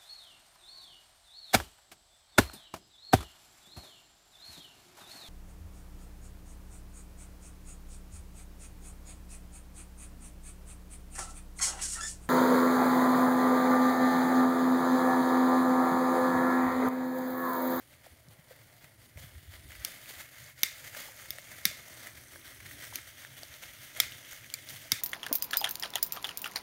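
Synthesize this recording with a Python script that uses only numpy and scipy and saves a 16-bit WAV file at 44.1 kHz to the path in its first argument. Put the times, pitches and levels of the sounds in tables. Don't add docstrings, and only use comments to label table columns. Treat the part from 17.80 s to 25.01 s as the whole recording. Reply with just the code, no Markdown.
import sys
import numpy as np
from scipy import signal
from scipy.fft import rfft, irfft, next_fast_len
from scipy.io import wavfile

SR = 44100
rng = np.random.default_rng(int(sys.argv[2]) if len(sys.argv) > 2 else 0)


def materialize(psi):
    bounded = np.clip(np.atleast_2d(psi).T, -1, 1)
    quanta = np.round(bounded * 32767).astype(np.int16)
    wavfile.write(sys.argv[1], SR, quanta)


N = 317961

# t/s, level of the 110 Hz rumble/dB, level of the deeper part/dB
RUMBLE_LEVELS = [(0, -65, -70), (.5, -72, -65), (.8, -66, -76), (1.33, -61, -69.5), (1.4, -68, -53.5),
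                 (1.9, -57.5, -57), (2.2, -66.5, -68), (3.0, -66, -68), (3.5, -62.5, -61),
                 (4.2, -64.5, -70), (4.9, -63, -62.5), (5.6, -66, -69.5), (6.2, -65.5, -63.5),
                 (6.9, -62.5, -77), (7.21, -65, -66)]
# t of the top/s, top level/dB, last 10 dB of rise/ms, 10 dB of fall/ms
RUMBLE_SWELLS = [(.5, -61, 58, 150), (.86, -59, 100, 52), (1.375, -50, 8, 60), (1.45, -53, 30, 60),
                 (1.86, -69, 40, 84), (2.63, -56, 30, 100), (3.07, -53, 37, 38), (3.87, -51, 18, 60),
                 (4.34, -59, 28, 65), (4.851, -50, 40, 50), (5.14, -53.5, 100, 40), (5.5, -54, 39, 110),
                 (6.24, -57, 30, 150), (6.95, -56, 52, 48)]
# f/Hz, density/dB per Hz
RUMBLE_SPECTRUM = [(60, -22), (85, -4.5), (113, 4.5), (131, 3), (160, -9), (200, -17.5), (250, -18),
                   (400, -33)]
DEEP_SPECTRUM = [(18, -80), (33, -52), (42, -23), (55, -1), (75, 2), (95, 1.5), (150, -61)]
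AIR_SPECTRUM = [(100, -27), (170, -3.5), (290, 5.5), (400, 0.5), (480, -23), (1000, -29), (2100, -26),
                (5200, -47), (7500, -40), (8000, -27), (9500, -7.5), (10600, -11), (15740, -42),
                (15840, -70)]
# t/s, level/dB
AIR_LEVELS = [(0, -71.5), (1.5, -71), (2.2, -65.5), (2.7, -75), (4.2, -64), (5.0, -64), (5.4, -69),
              (6.4, -67), (7.21, -68)]
# f/Hz, t60/s
ROOM_DECAY = [(300, 0.16), (2100, 0.4), (4000, 0.39), (12000, 0.24)]
# f/Hz, level/dB
ROOM_LEVELS = [(300, -30), (900, -45), (1500, -27), (2150, -23), (2800, -30.5), (3600, -30.5), (5000, -26),
               (6500, -29.5), (8500, -30.5), (12000, -30.5), (15500, -29.5)]
# t/s, peak level/dB, f/Hz, width/Hz
KNOCK_EVENTS = [(0.2625, -53, 746, 220), (0.266, -47.5, 556, 160), (0.479, -49, 133, 50),
                (0.519, -56, 91, 40), (0.589, -51, 139, 60), (0.708, -46.5, 528, 60), (1.038, -52, 130, 70),
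                (1.359, -43, 71.6, 40), (1.375, -48, 560, 200), (1.44, -44, 99, 40),
                (1.574, -48.5, 90, 40.2), (1.629, -53, 130, 60), (1.842, -46, 65, 30),
                (1.889, -48.5, 70, 40), (2.305, -45, 617, 150), (3.166, -42.5, 567, 150),
                (3.285, -47, 840, 200), (3.552, -49, 550, 150), (3.584, -46.5, 597, 150),
                (3.856, -38, 181, 80), (3.912, -48, 600, 150), (4.259, -49, 683, 150),
                (4.557, -49.5, 583, 150), (5.126, -41.5, 840, 350), (5.631, -44.5, 630, 150),
                (5.835, -49, 870, 150), (6.184, -46, 656, 150), (7.055, -51.5, 648, 148),
                (7.122, -37.5, 220, 110), (7.123, -40.5, 110, 60)]
# t/s, peak level/dB, rattle t60 at 3 kHz/s, tilt/dB per octave, modes above 9 kHz/dB,
# hardest-hit tone f/Hz, second tone f/Hz, its level re the first/dB, third tone f/Hz, its level re the
# first/dB, all three tones re the body/dB, thump re the peak/dB
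TRIGGER_EVENTS = [(2.048, -14.5, 0.007, 2.5, 0, 6060, 4520, -1, 8900, -3, 8, -34),
                  (2.8322, -4.5, 0.01, -1.9, 1.5, 3700, 5000, -1, 12800, -7, 8, -31),
                  (3.5052, -18, 0.0032, 2, -1, 5000, 3730, -3, 14100, -4, 3.5, -32),
                  (3.853, -3.5, 0.008, -1.7, 3.5, 4500, 1900, -0.5, 3880, 0, 5, -41),
                  (5.1563, -17, 0.0056, 5, -1.5, 4330, 2860, -1, 6160, 2, 8, -38),
                  (6.2007, -5, 0.012, 3.5, -5.5, 3670, 2160, 4.5, 6770, -7.5, 10, -34),
                  (6.739, -18, 0.0093, 4, 0, 4430, 7300, -0.5, 2310, -1, 18.5, -50),
                  (7.1184, -4.5, 0.011, 1.5, -1.5, 4950, 3730, -5, 2200, -1, 14, -45)]
# f/Hz, width/Hz, level/dB
BODY_MODES = [(1570, 280, -3), (2200, 196, 7), (3610, 470, -1.5), (5005, 230, 10.5), (5170, 1040, 7),
              (7060, 1950, -5.5), (8970, 1900, -5), (11380, 1580, 4.5), (13300, 2500, 3), (16100, 1700, -5)]
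# t/s, peak level/dB, sputter t60/s, centre f/Hz
POP_EVENTS = [(.139, -45.5, 0.023, 2260), (0.2624, -47, .008, 5000), (0.486, -44, .005, 5000),
              (1.0435, -39.5, 0.031, 1950), (1.3733, -40, 0.019, 2160), (1.9065, -37, 0.01, 1920),
              (1.919, -32.5, 0.024, 2150), (1.953, -37.5, 0.023, 2100), (2.2588, -35.5, 0.011, 2130),
              (2.791, -47.5, 0.015, 1810), (3.1484, -30.5, 0.022, 1710), (3.1675, -37, 0.0089, 2270),
              (3.4577, -35, .015, 1900), (3.585, -27, 0.0068, 1824), (4.2712, -26.5, 0.008, 1790),
              (4.375, -40, 0.0087, 2200), (4.5587, -38, 0.019, 1540), (4.8035, -36, 0.031, 1913),
              (4.8594, -37, 0.017, 1960), (4.9116, -36, 0.022, 2030), (5.0316, -33, 0.011, 1760),
              (5.052, -32.5, .005, 8000), (5.187, -33.5, 0.011, 1880), (5.4492, -30.5, .008, 1680),
              (5.633, -27.5, 0.0081, 4480), (5.741, -34, 0.0051, 3470), (5.8369, -31, 0.0075, 2150),
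              (6.1646, -29.5, 0.012, 2030), (6.234, -30, 0.03, 2240), (6.321, -31, 0.022, 3000),
              (6.4495, -41, 0.014, 2920), (6.512, -34, 0.0066, 6950), (6.53, -33.5, 0.012, 2050),
              (6.644, -36, 0.011, 2200), (6.7013, -31, 0.0041, 3200), (6.889, -29, 0.0089, 4330),
              (6.9606, -31, 0.013, 2180)]
# t/s, fizz level/dB
BURN_LEVELS = [(0, -69), (.4, -66.5), (1.33, -64), (1.4, -63), (1.56, -59.5), (1.84, -60), (2.0, -55.5),
               (2.7, -52.5), (2.747, -71), (2.793, -52.5), (3.35, -55), (4.15, -51), (4.36, -57),
               (4.9, -53), (5.3, -54.5), (5.9, -53.5), (6.3, -50), (6.65, -53.5), (7.21, -52.5)]
# t of the top/s, top level/dB, last 10 dB of rise/ms, 10 dB of fall/ms
# (no slope is quicker than 8 ms)
FLARE_EVENTS = [(0.014, -61, 39, 43), (.14, -60, 50, 40), (.264, -57, 30, 30), (.525, -61.5, 34, 23),
                (.59, -62, 23, 40), (.72, -61.5, 48, 80), (.915, -60, 35, 23), (1.045, -61, 68, 13),
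                (1.27, -68.5, 30, 15), (1.39, -53.5, 15, 60), (1.43, -56, 30, 54), (1.5, -58, 30, 30),
                (1.755, -53.5, 58, 36), (1.92, -53, 30, 40), (2.075, -48, 48, 115), (2.3, -46, 52, 45),
                (2.405, -47, 40, 25), (2.665, -56, 35, 10), (3.07, -50.5, 83, 50), (3.17, -43.5, 28, 120),
                (3.28, -52.5, 66, 18), (3.41, -49.5, 40, 52), (3.63, -52, 11, 5), (3.72, -52, 21, 33),
                (4.27, -46.5, 44, 30), (4.376, -54.5, 10, 41), (4.555, -52, 63, 13), (4.66, -49.5, 29, 58),
                (4.715, -46.5, 26, 18), (4.865, -44, 16, 12), (4.915, -48, 22, 33), (5.034, -44, 41, 46),
                (5.15, -45.5, 53, 56), (5.4, -49, 30, 55), (5.591, -49.5, 63, 41), (5.84, -49.5, 50, 40),
                (6.026, -51, 32, 39), (6.171, -45, 21, 90), (6.52, -47.5, 35, 48), (6.9, -50, 32, 60),
                (6.965, -54, 20, 50)]
# f/Hz, density/dB per Hz
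HIGH_SPECTRUM = [(1500, -59), (2700, -4), (3230, -3), (3830, -6), (4500, -1.5), (5350, -4), (6350, -7),
                 (7600, -6.5), (9500, -4), (10600, -7), (12000, -3.5), (13800, -5), (15740, -4.5),
                 (15840, -46)]
MID_SPECTRUM = [(710, -73), (1200, -5), (1800, 5), (2130, 8.5), (2500, -1), (3250, -41), (5500, -120)]
LOW_SPECTRUM = [(240, -4), (400, -8.5), (599, 3), (786, -5.5), (862, -5.5), (1200, -12.5), (1560, -20.5),
                (2640, -120)]
# level re the fizz at the opening burn level/dB, change/dB per dB of burn
BAND_BALANCE = [(-1, -0.1759), (-3, -0.1049)]
# t/s, level of the 600 Hz band re the fizz/dB, level of the 3 kHz band re the fizz/dB
LOWER_BANDS = [(0, -5.5, -14), (.5, -1.5, -14), (1.2, -5.5, -18), (1.6, -10, -11), (2.75, -13, -16),
               (3.1, -10, -16), (4.2, -10, -20), (5.2, -15, -17), (5.6, -10.5, -10), (6, -14, -12),
               (6.4, -13.5, -11.5), (7.21, -11.5, -12)]
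# t/s, f/Hz, level re the fizz/dB, table echo share/0-1
GLIDE_PATH = [(0, 6540, -17, 0.15), (1.6, 6570, -26, 0.18), (2.3, 6600, -15, 0.19), (3.1, 6670, -11, 0.12),
              (3.8, 6440, -12, 0.12), (4.6, 6000, -13.5, 0.27), (5.2, 6120, -13, 0.2),
              (5.7, 6250, -11.5, 0.2), (7.21, 6290, -10.5, 0.04)]

BOUNCE_MS, BOUNCE_DB = 4.7, -17
BURN_TOP_HZ = 15800
CUTOFF_HZ = 17300


def from_db(db):
    return 10 ** (np.asarray(db) / 20)


def rms_one(x):
    return x / np.sqrt(np.mean(x ** 2) + 1e-20)


def in_time(rows):
    s, *columns = np.transpose(rows)
    return [np.interp(np.arange(N) / SR, s, column) for column in columns]


def at_hz(points, hz):
    points = np.array(points)
    return np.interp(np.log(hz), np.log(points[:, 0]), points[:, 1])


def colour(x, spectrum):
    size = next_fast_len(N)
    hz = np.maximum(np.arange(size // 2 + 1) * SR / size, 1)
    shaped = rfft(x, size) * from_db(at_hz(spectrum, hz))
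    return rms_one(irfft(shaped, size)[:N])


def drift(rate_hz):
    r = np.exp(-80 * np.pi * rate_hz / SR)
    slow = signal.lfilter([1], [1, -2 * r, r * r], rng.standard_normal(N // 40 + 2002))
    slow = slow[2000:]
    return np.interp(np.arange(N) / 40, np.arange(len(slow)), rms_one(slow))


def resonance(x, hz, width_hz):
    r = np.exp(-np.pi * abs(width_hz) / SR)
    feed = [(1 - r * r) / 2, 0, (r * r - 1) / 2]
    return signal.lfilter(feed, [1, -2 * r * np.cos(2 * np.pi * hz / SR), r * r], x)


def add(out, s, sound, peak_db):
    at = round(s * SR)
    scaled = from_db(peak_db) * sound / np.abs(sound).max()
    out[at:at + len(sound)] += scaled[:N - at]


def with_swells(steady_db, rows):
    t = np.arange(0, N, 16) / SR
    swells = 0
    for s, top_db, rise_ms, fall_ms in rows:
        rise, fall = (s - t) * 1000 / max(rise_ms, 8), (t - s) * 1000 / max(fall_ms, 8)
        below_top_db = 10 * np.where(t < s, rise, fall)
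        swells = swells + from_db(2 * (top_db - below_top_db))
    return np.sqrt(from_db(2 * steady_db) + np.interp(np.arange(N) / SR, t, swells))


def rumble():
    level_db, deep_db = in_time(RUMBLE_LEVELS)
    air_db = in_time(AIR_LEVELS)[0]
    low = colour(rng.standard_normal(N) * from_db(0.5 * drift(3.5)), RUMBLE_SPECTRUM)
    deep = colour(rng.standard_normal(N) * from_db(4.7 * drift(12.0)), DEEP_SPECTRUM)
    air = colour(rng.standard_normal(N) * from_db(2.8 * drift(10.5)), AIR_SPECTRUM)
    return with_swells(level_db, RUMBLE_SWELLS) * low + from_db(deep_db) * deep + from_db(air_db) * air


def room(events):
    power, out = np.full(N, 1e-18), 0
    power[[round(row[0] * SR) for row in events]] = from_db([2 * row[1] for row in events])
    fill = np.exp(-1 / (0.00065 * SR))
    power = signal.lfilter([1 - fill], [1, -fill], power)
    edges = 250 * 2 ** np.arange(0, 6, 1 / 3.01)
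    white = rng.standard_normal((2, N))
    for k, (low, high) in enumerate(zip(edges, edges[1:])):
        hz = np.sqrt(low * high)
        band_pass = signal.butter(2, [low, high], "band", fs=SR, output="sos")
        band = signal.sosfilt(band_pass, white[k % 2])
        decay = from_db(-2 * 60 / (at_hz(ROOM_DECAY, hz) * SR))
        left = signal.lfilter([1], [1, -decay], power)
        out = out + band * np.sqrt(left) * from_db(at_hz(ROOM_LEVELS, hz))
    modes = 1.8 * resonance(out, 2120, 55) + 2.8 * resonance(out, 3590, 110) + 0.26 * resonance(out, 4800, 250)
    return out + modes


def knocks():
    out, t = np.zeros(N), np.arange(3500) / SR
    noises = rng.standard_normal((len(KNOCK_EVENTS), 3500))
    for (s, peak_db, hz, width_hz), noise in zip(KNOCK_EVENTS, noises):
        push = 0.34 * noise * np.exp(-t / 0.0041)
        push[0] = 5.2
        ring = resonance(resonance(push, hz, 1.38 * width_hz), hz, width_hz)
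        add(out, s, ring, peak_db)
    return out


def struck(draw, t60, hz, width_hz, db):
    t = np.arange(len(draw)) / SR
    strike = .0007
    quick = (hz / 3000) ** 0.1
    held = np.maximum(t - strike - 0.0012 / quick, 0)
    fade = from_db(-60 * held * quick / max(t60, .002))
    rattle = np.tanh(draw) * np.where(t < strike, 0.19 * t / strike, 0.68 * fade)
    rattle[round(strike * SR)] = 2.56
    late = round(BOUNCE_MS * SR / 1000)
    rattle[late:] += from_db(BOUNCE_DB) * rattle[:-late]
    return from_db(db) * np.sqrt(abs(width_hz)) * rms_one(resonance(rattle, hz, width_hz))


def lighter():
    out, t = np.zeros(N), np.arange(2500) / SR
    thump = np.sin(2 * np.pi * 230 * t) * t * from_db(-60 * t / 0.0073)
    draws = rng.standard_normal((len(TRIGGER_EVENTS), 2500))
    for event, draw in zip(TRIGGER_EVENTS, draws):
        s, peak_db, t60, tilt_db, top_db, hit_hz, next_hz, next_db, third_hz, third_db, ping_db, thump_db = event
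        modes = []
        for hz, width_hz, db in BODY_MODES:
            mode_db = db + tilt_db * np.log2(hz / 5000) + top_db * (hz > 9000)
            modes.append(struck(draw, t60, hz, width_hz, mode_db))
        tones = ((hit_hz, 0), (next_hz, next_db), (third_hz, third_db))
        pings = sum(struck(draw, t60, hz, 0.067 * hz, ping_db + db) for hz, db in tones)
        body = sum(modes[::2]) - sum(modes[1::2])
        add(out, s, body + pings, peak_db)
        add(out, s, thump, peak_db + thump_db)
    return out


def pops():
    out, t = np.zeros(N), np.arange(2000) / SR
    noises = rng.standard_normal((len(POP_EVENTS), 2000))
    for (s, peak_db, t60, hz), noise in zip(POP_EVENTS, noises):
        puff = noise * from_db(-60 * t / max(t60, .002))
        puff[0] = 5.7
        broad = 0.11 * resonance(puff, 6700, 11000)
        add(out, s, broad + resonance(puff, hz, 0.28 * hz), peak_db)
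    return out


def patches(x, patchy_db):
    changes = 0
    for hz in np.geomspace(2800, 14500, 10):
        changes = changes + (from_db(patchy_db * drift(2.6)) - 1) * resonance(x, hz, 0.14 * hz)
    return x + changes


def crackle(per_s, spread_db, cycles):
    sizes = from_db(spread_db * np.minimum(rng.exponential(1, N), 4))
    ticks = sizes * (rng.random(N) < per_s * from_db(4.0 * drift(8.0)) / SR)
    dealt = rng.integers(0, 9, N)
    rings = 0
    for k, hz in enumerate(np.geomspace(1600, 14500, 9)):
        rings = rings + resonance(ticks * (dealt == k) + 1e-18, hz, hz / cycles)
    return rms_one(rings)


def table_echo(x, delay_s, share):
    return x - share * np.interp(np.arange(N) - delay_s * SR, np.arange(N), x)


def nearby(x, t60, wet_db):
    t = np.arange(1, 6000) / SR
    tail = rng.standard_normal(len(t)) * t * from_db(-60 * t / t60)
    return x + from_db(wet_db) * signal.oaconvolve(x, tail / np.linalg.norm(tail))[:N]


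def fizz(per_s, spread_db, hiss, flicker_db, patchy_db):
    sizes = from_db(spread_db * np.minimum(rng.exponential(1, N), 5)) * rng.choice([-1, 1], N)
    bursts = rms_one(sizes * (rng.random(N) < per_s * from_db(3.0 * drift(20)) / SR))
    white = (bursts + hiss * rng.standard_normal(N)) * from_db(flicker_db * drift(45))
    white = patches(white, patchy_db=0.5)

    burn_db = in_time(BURN_LEVELS)[0]
    glide_hz, glide_db, echo = in_time(GLIDE_PATH)
    low_db, three_db = in_time(LOWER_BANDS)
    stronger_db = burn_db - BURN_LEVELS[0][1]
    high_db, mid_db = (db + per_db * stronger_db for db, per_db in BAND_BALANCE)
    bands = 0
    for db, spectrum in ((high_db, HIGH_SPECTRUM), (mid_db, MID_SPECTRUM), (low_db, LOW_SPECTRUM)):
        bands = bands + from_db(db + patchy_db * drift(19.0)) * colour(white, spectrum)
    three_khz = rms_one(resonance(resonance(white, 3100, 1270), 3100, 1270))
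    bands = bands + from_db(three_db) * three_khz

    dull = signal.sosfilt(signal.butter(2, 600, fs=SR, output="sos"), white)
    glide = rms_one(dull * np.cos(2 * np.pi * np.cumsum(glide_hz) / SR))

    sparks = bands + from_db(-11.5) * crackle(per_s=350, spread_db=4.5, cycles=7.3)
    sparks = table_echo(sparks, 2.456 / glide_hz, np.clip(echo, 0, 1))
    burning = with_swells(burn_db, FLARE_EVENTS) * (sparks + from_db(glide_db) * glide)
    return nearby(burning, t60=0.12, wet_db=-8.0)


def scene():
    burn = fizz(per_s=3000, spread_db=2.5, hiss=0.93, flicker_db=1.7, patchy_db=1.0)
    burn = burn + pops() + room(TRIGGER_EVENTS + POP_EVENTS)
    low_pass = signal.ellip(10, .5, 60, BURN_TOP_HZ, fs=SR, output="sos")
    burn = signal.sosfilt(low_pass, burn + rumble())
    return (lighter() + knocks() + burn)[None]


def record(dry):
    return signal.sosfilt(signal.cheby2(12, 70, CUTOFF_HZ, fs=SR, output="sos"), dry)


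dry = scene()
out = record(dry)
materialize(out)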